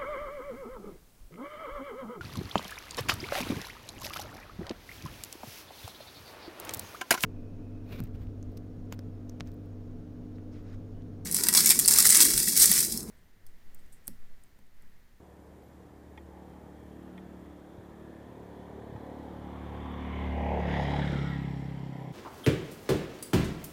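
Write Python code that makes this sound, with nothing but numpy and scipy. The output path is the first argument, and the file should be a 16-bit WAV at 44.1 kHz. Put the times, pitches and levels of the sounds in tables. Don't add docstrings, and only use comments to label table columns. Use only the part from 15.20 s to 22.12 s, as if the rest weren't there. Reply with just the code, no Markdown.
import sys
import numpy as np
from scipy import signal
from scipy.fft import rfft, irfft, next_fast_len
from scipy.io import wavfile
from scipy.ndimage import uniform_filter1d, map_coordinates

SR = 44100
rng = np.random.default_rng(int(sys.argv[2]) if len(sys.argv) > 2 else 0)


def transcribe(u):
    v = np.clip(np.atleast_2d(u).T, -1, 1)
    q = np.round(v * 32767).astype(np.int16)
    wavfile.write(sys.argv[1], SR, q)


N = 305318
TIME = np.arange(N) / SR
TOP_HZ = 15550
PASS_S, SPEED_M_PER_S, CLOSEST_M = 5.795, 5.94, 2.396


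def amp(db):
    return 10 ** (np.asarray(db) / 20)


def unit(x):
    return x / np.sqrt(np.mean(x ** 2) + 1e-20)


def curve(rows):
    return np.interp(TIME, *np.transpose(rows))


def wobble(rate_hz):
    knots = rng.standard_normal(int(N * rate_hz / SR) + 4)
    at = np.arange((len(knots) - 1) * 6) / 6
    return np.interp(TIME * rate_hz, at, map_coordinates(knots, [at], order=2))


def filtered(x, response):
    size = next_fast_len(N + SR // 4)
    return irfft(rfft(x, size) * response(np.fft.rfftfreq(size, 1 / SR)), size)[:N]


def coloured(x, spectrum):
    points_hz, db = np.transpose(spectrum)
    return unit(filtered(x, lambda hz: amp(np.interp(np.log(hz + 1), np.log(points_hz), db, -120, -120))))


def position():
    ahead_m = SPEED_M_PER_S * (PASS_S - TIME)
    return np.hypot(ahead_m, CLOSEST_M), np.degrees(np.arctan2(CLOSEST_M, ahead_m))


def passing(level_db, doubling_db, rear_db, lobes=(), edge=2):
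    distance, bearing = position()
    spread_db = level_db - doubling_db * np.log2(distance / CLOSEST_M)
    behind = (1 - np.cos(np.radians(bearing))) / 2
    lobes_db = sum(db * np.exp(-np.abs((bearing - aim) / width) ** edge) for aim, width, db in lobes)
    return spread_db + rear_db * behind + lobes_db


def facing(turns_s):
    return np.array([np.interp(TIME, turns_s, row) for row in np.eye(len(turns_s))])


def radiated(x, spectra, turns_s):
    return sum(share * coloured(x, spectrum) for share, spectrum in zip(facing(turns_s), spectra))


def stroke(cycle, at, sharpness):
    return unit(np.exp(sharpness * np.cos(2 * np.pi * (cycle - at))))


def burst(cycle, at, depth, decay):
    since = (cycle - at) % 1
    return unit(1 + depth * np.exp(-since / decay) * (1 - np.exp(-10 * since / decay)))


def rasp(cycle, rough):
    size = SR // 36
    patterns = irfft(np.exp(2j * np.pi * rng.random((4, size // 2 + 1))), size)
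    shares = np.array([wobble(2.017) for _ in patterns])
    looped = np.array([np.interp(cycle % 1 * size, np.arange(size), pattern) for pattern in patterns])
    rattle = unit((shares * looped).sum(axis=0) / np.linalg.norm(shares, axis=0))
    return np.sqrt(1 - rough) * rattle + np.sqrt(rough) * rng.standard_normal(N)


def swells():
    # centre and half length in seconds, then exhaust, intake and drive gains in dB.
    rises = [(1.323, 0.27, 3, 4.5, 2.5), (1.97, 0.36, 6.5, 3, 2), (3.663, 0.92, 1.2, 5.5, 0.5),
             (6.82, 0.14, 0.5, 7.5, 2)]
    return sum(np.outer(gains_db, np.exp(-((TIME - s) / half) ** 2)) for s, half, *gains_db in rises)


def hum_level(ripple_s=0.61, crest_s=1.04, ripple_db=2, full_depth_m=23):
    # time in seconds, hum level in dB before the ripple.
    trend = [(0.2, -58), (0.5, -61), (1.0, -54), (2.7, -60.5), (4.15, -52), (4.45, -44), (4.75, -43.5),
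             (5.1, -33.5), (5.8, -37), (6.5, -48), (6.85, -64)]
    depth_db = ripple_db * np.minimum(position()[0] / full_depth_m, 1)
    return curve(trend) + depth_db * np.cos(2 * np.pi * (TIME - crest_s) / ripple_s)


def silencer_phase(gain, size=64):
    harmonics = np.arange(len(gain)) + 1
    log_gain = np.log(np.interp(np.arange(size + 1), np.append(harmonics, size), np.append(gain, .001)))
    mirrored = np.concatenate([log_gain, log_gain[-2:0:-1]])
    return -signal.hilbert(mirrored).imag[harmonics]


def exhaust(cycle, swell_db, shimmer_db=2.0, scatter_rad=0.39, ringing=0.46):
    # harmonic number, then relative dB from far off, midway, the front, the side and behind.
    harmonics = [(1, -25, -25, -15, -14, -24), (2, -25, 10, 47, 25, -39), (3, -7, -3, -7.5, -3, -30),
                 (4, -5, -9.5, -9.5, 6, 5), (5, 8, -5.5, 0, 0, 1.5), (6, 2.5, -5.5, -4, -6, -4.5),
                 (7, 0, -3, -4.5, -10, -11), (8, 4.5, -6.5, -18, -5, -7), (9, -2.5, -7.5, -15, -17, -13.5),
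                 (10, -16, -15.5, -23, -26, -37), (11, -11, -12, -28, -13, -25)]
    turns_s = [2.2, 3.9, 5.15, 5.751, 6.25]
    notes_db = np.transpose(harmonics)[1:]
    sides = facing(turns_s)
    far, behind = sides[0] + sides[1], sides[-1]
    gain = amp(notes_db.T @ sides)
    side_phases = np.array([silencer_phase(amp(note_db)) for note_db in notes_db])
    phase = ringing * (1 - .3 * behind) * (side_phases.T @ sides)
    gain *= amp(shimmer_db * far * np.array([wobble(3.836) for _ in gain]))
    phase += scatter_rad * far * np.array([wobble(3.07) + .5 * wobble(20) for _ in gain])
    gain *= amp((2.1 - .7 * behind) * np.array([wobble(18) for _ in gain]))
    angle = 2 * np.pi * (cycle + .0025 * wobble(36))
    waves = np.sqrt(2) * np.cos(np.arange(1, len(gain) + 1)[:, None] * angle + phase)
    hum = amp(hum_level()) * waves[1]
    gain[1] = 0
    beat = (gain * waves).sum(axis=0) / np.linalg.norm(gain, axis=0)
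    level_db = passing(level_db=-32.14, doubling_db=7, rear_db=2) + swell_db
    return hum + amp(level_db + 0.77 * wobble(36)) * beat


def puffs(cycle, swell_db):
    # frequency in Hz, relative density in dB.
    spectrum = [(50, -41), (100, -2), (200, -5), (350, -1.5), (480, -7.5), (700, -19.5), (1400, -65)]
    # bearing and half width in degrees, gain in dB.
    lobes = [(110, 9.5, 12)]
    level_db = passing(level_db=-45, doubling_db=7, rear_db=-6.5, lobes=lobes) + swell_db
    gate = stroke(cycle, at=0.033, sharpness=.26 + .6 * position()[1] / 180)
    return amp(level_db) * coloured(rng.standard_normal(N) * gate, spectrum)


def intake(cycle, swell_db):
    # frequency in Hz, relative density in dB.
    distant = [(220, -26), (330, 7), (400, 3), (520, 3.5), (720, -0.5), (865, 0), (1020, -12), (1700, -22)]
    far = [(220, -29), (380, -0.5), (435, 3), (544, 0.5), (856, -8), (1020, -7), (1250, -52)]
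    near = [(240, -22), (350, -1), (460, 4), (610, 5), (700, 7), (830, 10), (920, 1.5), (1080, -29),
            (1250, -45)]
    half_ahead = [(240, -9), (350, -1.5), (446, 8), (620, 5), (800, 6.5), (950, 0.5), (1080, -6),
                  (1300, -30)]
    side = [(240, -18), (400, -22), (500, 4.5), (640, 5), (860, 8), (980, 0), (1100, -9), (1300, -23)]
    rear = [(240, 12), (400, 8.5), (657, 3.5), (799, 10), (980, -5.5), (1200, -37)]
    turns_s = [1.3, 3.4, 5.3, 5.48, 5.6, 6.2]
    # lobe bearing and half width in degrees, gain in dB.
    lobes = [(41.7, 12, 11.5), (64, 8.9, 9), (84, 12.2, 9.5)]
    distance, bearing = position()
    nearness = CLOSEST_M / distance
    exposure = nearness * (1 - bearing / 180)
    flow = rasp(cycle, rough=.5 + .4 * nearness ** 3) * amp(.4 * wobble(12))
    bark = flow * burst(cycle, at=0.136, depth=3 * exposure, decay=0.19)
    level_db = passing(level_db=-45, doubling_db=4.5, rear_db=-2.5, lobes=lobes) + swell_db
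    return amp(level_db) * radiated(bark, (distant, far, near, half_ahead, side, rear), turns_s)


def gulps(cycle):
    # frequency in Hz, relative density in dB.
    spectrum = [(160, -33), (250, -5.5), (335, -1), (450, -1.5), (650, -17)]
    draw = rasp(cycle, rough=.5) * stroke(cycle, at=.73, sharpness=2.5)
    return amp(passing(level_db=-41, doubling_db=7, rear_db=-13.5)) * coloured(draw, spectrum)


def drive(cycle, swell_db):
    # frequency in Hz, relative density in dB.
    far = [(680, 5.5), (1100, 0.5), (1440, -4.5), (1780, -2), (2700, -17), (3300, -10.5), (3750, -15.5),
           (4400, -23)]
    ahead = [(680, -7), (1060, 9.5), (1450, -8), (2100, -3.5), (2650, -15), (3150, -8.5), (3550, -7),
             (3950, -24), (4400, -27)]
    front = [(590, -42), (1000, -1.5), (1080, -11), (1350, -15.5), (1640, -14), (2140, -6.5), (2350, -11),
             (3250, -18), (4400, -39)]
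    half_ahead = [(590, -42), (1000, -5), (1500, -3.5), (1730, 7.5), (2170, 2.5), (2420, -11), (3350, -6.5),
                  (3980, -14), (4500, -36)]
    side = [(590, -39), (1000, -2), (1280, -1.5), (1550, -1.5), (1730, 4), (2160, 3.5), (2550, -8.5),
            (3300, -3), (3950, -8), (4500, -34)]
    rear = [(590, -11), (1000, 4), (1120, -12), (1500, -11), (1680, -7.5), (2120, -4.5), (2480, -16),
            (3310, -12.5), (4400, -26), (5720, -48)]
    turns_s = [4.0, 4.72, 5.3, 5.52, 5.72, 6.4]
    # lobe bearing and half width in degrees, gain in dB.
    lobes = [(23.9, 7.9, 4.7), (57, 6.9, 4.6), (98, 37, 2.8)]
    nearness = CLOSEST_M / position()[0]
    clatter = rasp(cycle, rough=.74) * burst(cycle, at=.08, depth=.2 + .85 * nearness, decay=.22)
    level_db = passing(level_db=-43.5, doubling_db=6.5, rear_db=-5.5, lobes=lobes, edge=3.4) + swell_db
    return amp(level_db) * radiated(clatter, (far, ahead, front, half_ahead, side, rear), turns_s)


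def tyres(cycle):
    # frequency in Hz, relative density in dB.
    front = [(2710, -38), (4600, -5), (4960, -10), (5960, -9.5), (9000, -32), (11700, -21)]
    half_ahead = [(2600, -24), (3800, -9), (5200, -3), (5900, -16), (6600, -8.5), (8000, -30), (9300, -21),
                  (10900, -22), (15000, -36)]
    side = [(2240, -28), (3800, -8), (4360, -11), (4920, -6), (6000, -18), (7200, -19), (8500, -25),
            (9300, -24), (15000, -41)]
    rear = [(2470, -30), (4200, -7), (4610, -2), (5100, -5), (5540, -1), (6360, -16), (7220, -8),
            (9000, -19), (11700, -45)]
    turns_s = [5.3, 5.56, 5.82, 6.15]
    # lobe bearing and half width in degrees, gain in dB.
    lobes = [(32.2, 8.8, 1.3), (85.3, 40, 11.3), (61, 9.4, 2.6)]
    grit = rng.standard_normal(N) * amp(2.5 * wobble(900))
    hiss = grit * stroke(2 * cycle, at=0.37, sharpness=0.19)
    level_db = passing(level_db=-72.5, doubling_db=4.5, rear_db=5.5, lobes=lobes, edge=4.6)
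    return amp(level_db) * radiated(hiss, (front, half_ahead, side, rear), turns_s)


def multipath(x, patchy_db=1.7):
    spectra = signal.stft(x, nperseg=1024)[2]
    across_bands = uniform_filter1d(rng.standard_normal(spectra.shape), size=5, axis=0)
    patches = unit(uniform_filter1d(across_bands, size=16, axis=1))
    return signal.istft(spectra * amp(patchy_db * patches), nperseg=1024)[1][:N]


def outdoor_air(level_db=-56.5):
    # frequency in Hz, relative density in dB.
    spectrum = [(18, -21), (42, -9), (70, -5.5), (119, -3), (190, -7.5), (252, -13), (415, -5.5),
                (880, -18), (984, -15), (1300, -27.5), (1720, -24), (2750, -34.5), (3350, -37),
                (15500, -39.5)]
    return amp(level_db + 0.41 * wobble(5.4)) * coloured(rng.standard_normal(N), spectrum)


def fizz(level_db=-87, pulse_hz=30):
    pulsing = rng.standard_normal(N) * stroke(TIME * pulse_hz, at=0, sharpness=1.3)
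    return amp(level_db) * coloured(pulsing, [(6000, -25), (7200, -11), (8600, -31)])


def whistles(level_db=-78, flutter_db=4):
    # centre in seconds, lowest frequency in Hz, half length in seconds.
    swoops = [(0.46, 11600, 0.045), (4.71, 12300, .025), (6.125, 12000, .055), (6.22, 14000, .025),
              (6.3, 13700, .015), (6.807, 11100, 0.061)]
    out = np.zeros(N)
    for s, lowest_hz, half in swoops:
        sweep = np.linspace(-1, 1, round(2 * half * SR))
        hz = lowest_hz + (TOP_HZ - lowest_hz) * sweep ** 2
        envelope = signal.windows.tukey(len(hz)) * amp(level_db + flutter_db * wobble(200)[:len(hz)])
        tone = envelope * np.sin(2 * np.pi * np.cumsum(hz) / SR)
        span = out[round((s - half) * SR):][:len(hz)]
        span += tone[:len(span)]
    return out


def ticks(rise_s=.0008, crack_db=-7, crack_t60=0.015, tail_db=-22, tail_t60=.5):
    # start in seconds, then the levels of knock, body and ping in dB.
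    contacts = [(0.9758, -52.5, -48, -52.5), (1.978, -60, -50.5, -53.5), (3.761, -49, -61, -70)]
    # frequency in Hz, gain in dB, T60 in seconds.
    mode_groups = [
        [(863, 8.5, 0.062), (1264, -2, 0.049)],
        [(1904, 1.5, 0.052), (2160, 3, 0.034), (2410, -3, 0.045)],
        [(3180, -2, 0.049), (3430, -.5, 0.047)],
    ]
    t, out = np.arange(SR // 4) / SR, np.zeros(N)
    for s, *parts_db in contacts:
        ring = sum(amp(part_db + db - 60 * t / t60) * np.sin(2 * np.pi * hz * t)
                   for part_db, modes in zip(parts_db, mode_groups) for hz, db, t60 in modes)
        ring *= 1 - np.exp(-t / rise_s)
        crack = amp(parts_db[1] + crack_db - 60 * t / crack_t60) * rng.standard_normal(len(t))
        walls = rng.standard_normal(len(t)) * amp(-60 * t / tail_t60)
        scatter = amp(tail_db) * signal.fftconvolve(ring, walls / np.linalg.norm(walls))[:len(t)]
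        out[round(s * SR):][:len(t)] += ring + crack + scatter
    return filtered(out, lambda hz: 1 / (1 + (hz / 8500) ** 4))


def far_whine(cycle, harmonic=23, level_db=-61, at_s=1.3, half_s=0.31, blur_rad=1.5):
    envelope = amp(level_db + 1.7 * wobble(20.1)) * np.exp(-((TIME - at_s) / half_s) ** 4)
    return envelope * np.sin(2 * np.pi * harmonic * cycle + blur_rad * wobble(60))


def steps(rise_s=0.0062):
    # start in seconds, level in dB, frequency in Hz.
    thuds = [(2.581, -42, 107), (3.7222, -39.5, 125), (3.751, -37, 115)]
    t, out = np.arange(SR // 4) / SR, np.zeros(N)
    envelope = t / rise_s * np.exp(1 - t / rise_s)
    for s, db, hz in thuds:
        out[round(s * SR):][:len(t)] += amp(db) * envelope * np.sin(2 * np.pi * hz * t)
    return out


def belt_whines(cycle, half_width_deg=9.5, stray_db=-21, blur_rad=1.2, slip_rad=3, flutter_db=3.5):
    # multiple of the firing rate, level in dB at the closest distance, bearing in degrees.
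    tones = [(37, -51.5, 116), (39, -52, 129), (41.3, -51, 120), (55.9, -48, 125), (60.6, -54, 106),
             (62.6, -53, 126)]
    distance, bearing = position()
    out = np.zeros(N)
    for multiple, db, aim in tones:
        beam = np.exp(-((bearing - aim) / half_width_deg) ** 2) + amp(stray_db)
        phase = 2 * np.pi * multiple * cycle + blur_rad * wobble(110) + slip_rad * wobble(22)
        out += beam * amp(db + flutter_db * wobble(40)) * np.sin(phase)
    return out * CLOSEST_M / distance


def scene():
    # time in seconds, firing rate in Hz with the Doppler shift included.
    firing_rate = [(0.0, 36.92), (2.7, 36.85), (3.2, 36.48), (4.3, 36.67), (5.05, 36.51), (5.55, 35.64),
                   (5.85, 35.58), (6.2, 33.98), (6.6, 33.48), (6.92, 32.57)]
    cycle = np.cumsum(curve(firing_rate)) / SR - .134
    exhaust_swell_db, intake_swell_db, drive_swell_db = swells()
    pipe = exhaust(cycle, exhaust_swell_db) + puffs(cycle, exhaust_swell_db)
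    airbox = intake(cycle, intake_swell_db) + gulps(cycle)
    rolling = multipath(drive(cycle, drive_swell_db) + tyres(cycle))
    scooter = pipe + airbox + rolling + belt_whines(cycle) + far_whine(cycle)
    return (scooter + outdoor_air() + ticks() + steps() + whistles() + fizz())[None]


def record(dry):
    return filtered(dry[0], lambda hz: hz < TOP_HZ)[None]


dry = scene()
out = record(dry)
transcribe(out)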